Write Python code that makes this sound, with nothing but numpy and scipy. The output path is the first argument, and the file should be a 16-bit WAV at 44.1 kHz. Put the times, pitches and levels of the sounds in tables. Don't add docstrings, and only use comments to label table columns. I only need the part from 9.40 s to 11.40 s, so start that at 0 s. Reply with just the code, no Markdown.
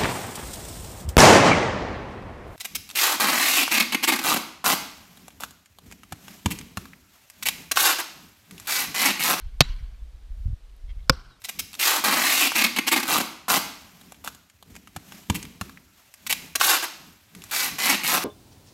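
import sys
import numpy as np
from scipy import signal
from scipy.fft import rfft, irfft
from scipy.io import wavfile
from scipy.ndimage import uniform_filter1d

SR = 44100
rng = np.random.default_rng(int(sys.argv[2]) if len(sys.argv) > 2 else 0)


def put_to_file(sound):
    columns = np.atleast_2d(sound).T
    safe = np.clip(columns, -1, 1)
    whole_steps = np.round(safe * 32767)
    wavfile.write(sys.argv[1], SR, whole_steps.astype(np.int16))


def rack_gain(trim_db):
    fader = np.asarray(trim_db, float)
    return 10 ** (fader / 20)


N = 88200


def curve(table, hz):
    table_hz, value = np.array(table).T
    return np.interp(np.log(np.maximum(hz, 1)), np.log(table_hz), value)


def colour(x, table):
    gain = rack_gain(curve(table, np.fft.rfftfreq(8192, 1 / SR)))
    cepstrum = irfft(np.log(gain))
    cepstrum[1:4096] *= 2
    cepstrum[4097:] = 0
    response = irfft(np.exp(rfft(cepstrum)))
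    return signal.fftconvolve(x, response)[:len(x)]


def unit(x):
    return x / np.sqrt(np.mean(x ** 2))


def walk(rate_hz, size):
    k = int(SR / rate_hz)
    held = rng.standard_normal(size // 8)[np.arange(size) // k]
    return unit(uniform_filter1d(uniform_filter1d(held, k), k))


def ring(x, modes):
    out = 0
    turn = 2j * np.pi * np.arange(len(x)) / SR
    for hz, db, t60_s in modes:
        pole = np.exp(2j * np.pi * hz / SR - np.log(1000) / (t60_s * SR))
        drive = abs(np.sum(x * np.exp(-turn * hz)))
        out = out + rack_gain(db) * signal.lfilter([1], [1, -pole], x).imag / drive
    return out


def blow(hits, modes, rings, thud, lag_s, crack, crack_db):
    rise_s, strike_fade_s, shove_s = .0008, 0.00064, 0.00038
    first_s = hits[0][0]
    start = int(first_s * SR) - 1000
    t = (start + np.arange(SR // 4)) / SR
    out = 0
    for s, db, hold_ms, fade_ms in hits:
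        spray = rng.standard_normal(len(t)) * rack_gain(2.0 * rng.exponential(size=len(t)))
        rise = np.clip((t - s) / rise_s, 0, 1) ** 2
        crush = rise * np.exp(-np.maximum(t - s - hold_ms / 1000, 0) / (fade_ms / 1000))
        strike = spray * rise * np.exp(-np.maximum(t - s, 0) / strike_fade_s)
        cracking = rack_gain(crack_db) * unit(colour(spray, crack)) * crush
        out = out + rack_gain(db) * (ring(strike, modes) + cracking)
    shove = np.exp(-.5 * ((t - first_s - lag_s) / shove_s) ** 2)
    tap = np.diff(1. * (t > first_s + rise_s), prepend=0)
    out = out + ring(shove, thud) + ring(tap, rings)
    return np.pad(out, (start, N))[:N]


# (time [s], level [dB], crush hold [ms], crush fade [ms])
BUTT_HITS = [
    (.2060, 4.5, 3.6, 1.5),
    (.2135, -14, 3.0, 1.4),
    (.2200, -22, 1.2, 1.2),
]
# (frequency [Hz], level [dB], t60 [s])
BUTT_MODES = [(643, -20.5, .02), (740, -15.5, 0.029), (1283, -14.5, .012), (1503, -13, .012),
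              (1792, -13, 0.02), (2057, -11, .016), (2610, -7, .02), (3230, -8.5, 0.0084), (3550, -6, .012),
              (3800, -6.5, .014), (4100, -8, 0.01), (4490, -7.5, .016), (11640, -25.5, .018)]
# (frequency [Hz], level [dB], t60 [s])
BUTT_RINGS = [(3934, -28, .15), (7020, -48, .2), (7130, -50, .15), (11400, -56, .14)]
# (frequency [Hz], level [dB], t60 [s])
BUTT_THUD = [(143, -6, 0.05), (250, -7.5, 0.025), (62, -15, 0.028)]
# (frequency [Hz], level [dB])
BUTT_CRACK = [(400, -30), (1200, -14.5), (2600, -4), (3800, 0), (4800, -3.5), (6000, -16.5), (10000, -29),
              (15000, -33)]


def butt_blow():
    return blow(BUTT_HITS, BUTT_MODES, BUTT_RINGS, BUTT_THUD, lag_s=.0034, crack=BUTT_CRACK, crack_db=-8)


# (time [s], level [dB], crush hold [ms], crush fade [ms])
BLADE_HITS = [
    (1.6959, 2, 2.4, .9),
    (1.7012, -14, 1.5, 1.3),
    (1.6765, -54, .5, 1.0),
    (1.691, -60, .5, 1.0),
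]
# (frequency [Hz], level [dB], t60 [s])
BLADE_MODES = [(655, -15, 0.017), (893, -22, 0.012), (1094.7, -15.5, 0.027), (1250, -5, .01),
               (1415, -4.5, 0.02), (1620, -9.5, 0.0049), (2029, -27, 0.0072), (2360, -31.5, 0.044),
               (2627, -27.5, 0.031), (3480, -9.5, 0.014), (4750, -11, 0.005), (5100, -6.5, 0.014),
               (5400, -14, 0.0033), (8200, -61.5, 0.012)]
# (frequency [Hz], level [dB], t60 [s])
BLADE_RINGS = [(521, -15, .066), (500, -27, .09)]
# (frequency [Hz], level [dB], t60 [s])
BLADE_THUD = [(146, -9, .04), (246, -15, .03), (62, -22.5, 0.17)]
# (frequency [Hz], level [dB])
BLADE_CRACK = [(350, -22), (750, -0.5), (1400, -1.5), (2800, -9), (5000, -5.5), (6500, -19), (12500, -29.5),
               (15000, -28.5)]


def blade_blow():
    return blow(BLADE_HITS, BLADE_MODES, BLADE_RINGS, BLADE_THUD, lag_s=.0043, crack=BLADE_CRACK, crack_db=-8.5)


# (frequency [Hz], t60 [s])
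TRUNKS_T60 = [(150, .9), (1300, 1), (5000, .7), (12000, 0.66)]


def forest(blow_s, db, tone):
    first_trunk_s, rise_s = .016, .012
    near_db, near_s = 5.5, 0.18
    t = np.arange(N) / SR - blow_s
    since = np.maximum(t, 0)
    patchy = 1.5 * walk(160, N)
    near = near_db * np.exp(-since / near_s)
    noise = unit(colour(rng.standard_normal(N), tone))
    echo = 0
    for hz in 130 * 2 ** np.arange(0, 7, .5):
        sos = signal.butter(2, [hz / 1.19, hz * 1.19], "band", fs=SR, output="sos")
        band = signal.sosfilt(sos, noise)
        flicker = .8 * walk(120, N)
        echo = echo + band * rack_gain(near + patchy + flicker - 60 * since / curve(TRUNKS_T60, hz))
    return rack_gain(db) * echo * np.clip((t - first_trunk_s) / rise_s, .1, 1) * (t > 0)


# (frequency [Hz], level [dB])
BUTT_ECHO = [(200, -2), (600, -13), (1000, -3), (2200, -1), (4200, -0.5), (5600, -9.5), (7100, -17.5),
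             (14000, -38)]
BLADE_ECHO = [(170, 3), (600, -15.5), (1350, -0.5), (1900, -14), (4200, -11), (5200, -6.5), (6300, -21.5),
              (14000, -39)]


def echoes():
    butt = forest(BUTT_HITS[0][0], -38, BUTT_ECHO)
    blade = forest(BLADE_HITS[0][0], -38.5, BLADE_ECHO)
    earlier = forest(-0.083, -46.5, BUTT_ECHO)
    return butt + blade + earlier


# (time [s], level [dB])
GUSTS = [(0.0, -38.5), (0.13, -37.5), (0.25, -31), (0.29, -33), (0.43, -36), (0.7, -40.5), (0.99, -37),
         (1.13, -35.5), (1.27, -45), (1.49, -41.5), (1.6, -36), (1.65, -37.5), (1.88, -51), (2.0, -56.5)]
# (frequency [Hz], level [dB])
WIND = [(15, -7), (35, 5.5), (55, -2.5), (80, -17.5), (120, -30), (200, -33.5), (400, -64)]
# (time [s], level [dB], frequency [Hz])
BUFFETS = [(0.064, -27.5, 46.3), (0.157, -48, 52.7), (0.301, -19, 35.2), (0.413, -26, 51),
           (0.431, -22.5, 42), (0.909, -28, 36.3), (1.005, -26.5, 38), (1.061, -13, 54.4),
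           (1.084, -20, 74.4), (1.102, -24.5, 81), (1.112, -21, 46.3), (1.133, -18.5, 62),
           (1.49, -30.5, 41.7), (1.513, -26.5, 37), (0.624, -31.5, 44.5), (0.749, -32.5, 42),
           (1.445, -28.5, 37.4), (1.573, -25.5, 39.2)]


def wind(t):
    gust_s, gust_db = np.array(GUSTS).T
    gust = rack_gain(np.interp(t, gust_s, gust_db) + 2.0 * walk(11, N))
    out = unit(colour(rng.standard_normal(N), WIND)) * gust
    for s, db, hz in BUFFETS:
        cycles = (t - s) * hz
        bump = np.exp(-(np.where(cycles < 0, cycles / 0.2, cycles / .5)) ** 2)
        out = out + rack_gain(db) * np.cos(2 * np.pi * cycles - .4) * bump
    return out


# (time [s], length [s], level [dB])
CREAKS = [
    (1.4815, .002, -60),
    (1.4925, .02, -52),
    (1.5155, .002, -54),
    (1.592, .006, -60),
    (1.6045, .002, -56),
]
# (frequency [Hz], level [dB], t60 [s])
GRIP_MODES = [(2170, 1, .022), (2680, -4, .012), (3200, 0, .016)]


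def grip():
    slip_hz = 245
    slips = np.zeros(N)
    tick = ring(signal.unit_impulse(SR // 20), GRIP_MODES)
    for s, length_s, db in CREAKS:
        chance = rng.standard_normal((12, 2))
        times_s = s + (np.arange(12) + .04 * chance[:, 0]) / slip_hz
        keep = times_s < s + length_s
        slips[(times_s[keep] * SR).astype(int)] += rack_gain(db + 1.1 * chance[keep, 1])
    return signal.fftconvolve(slips, tick)[:N]


# (time [s], length [s], level [dB], centre [Hz], width [Hz])
RUSTLES = [
    (1.296, .006, -66, 3200, 2500),
    (1.364, .004, -66, 12200, 4000),
    (1.625, .022, -70, 3700, 800),
    (1.492, .024, -68, 4300, 2400),
]


def sleeve(t):
    out = 0
    noise = rng.standard_normal(N)
    for s, length_s, db, hz, width_hz in RUSTLES:
        sos = signal.butter(3, [hz - width_hz / 2, hz + width_hz / 2], "band", fs=SR, output="sos")
        puff = np.clip(np.minimum(t - s, s + length_s - t) / 0.00067 + .5, 0, 1)
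        out = out + rack_gain(db) * unit(signal.sosfilt(sos, noise)) * puff
    return out


# (time [s], length [s], level [dB], start [Hz], end [Hz])
CHIRPS = [
    (.385, .03, -68, 5750, 5600),
    (.595, .025, -68, 3500, 3400),
    (.748, .018, -71, 3900, 3900),
    (1.886, .072, -63, 4650, 3770),
]


def birds(t):
    glide_s = .017
    out = 0
    for s, length_s, db, start_hz, end_hz in CHIRPS:
        hz = end_hz + (start_hz - end_hz) * np.exp(-np.maximum(t - s, 0) / glide_s)
        shape = np.sin(np.pi * np.clip((t - s) / length_s, 0, 1)) ** .4
        out = out + rack_gain(db + walk(89, N)) * shape * np.sin(2 * np.pi * np.cumsum(hz) / SR)
    return out


# (frequency [Hz], level [dB])
HUSH = [(150, -24.5), (250, -8), (427, -9), (768, -11), (897, -13), (1140, -14), (1250, -14), (3890, -16.5),
        (15500, -32)]


def hush(t):
    whine_hz, whine_db = 8705, -85
    leaves = unit(colour(rng.standard_normal(N), HUSH)) * rack_gain(-64.5 + 0.25 * walk(4.1, N))
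    return leaves + rack_gain(whine_db) * np.sin(2 * np.pi * whine_hz * t)


def scene():
    t = np.arange(N) / SR
    blows = butt_blow() + blade_blow() + echoes()
    return (blows + wind(t) + grip() + sleeve(t) + birds(t) + hush(t))[None]


def low_pass(x):
    return signal.sosfilt(signal.butter(12, 16480, fs=SR, output="sos"), x)


def record(dry):
    ceiling, knee = .84, 3.5
    low_cut = signal.butter(1, 12, "high", fs=SR, output="sos")
    high_cut = signal.ellip(8, .3, 50, 15200, fs=SR, output="sos")
    clipped = dry / (1 + np.abs(dry / ceiling) ** knee) ** (1 / knee)
    mix = signal.sosfilt(high_cut, signal.sosfilt(low_cut, clipped))
    return low_pass(mix)


dry = scene()
out = record(dry)
put_to_file(out)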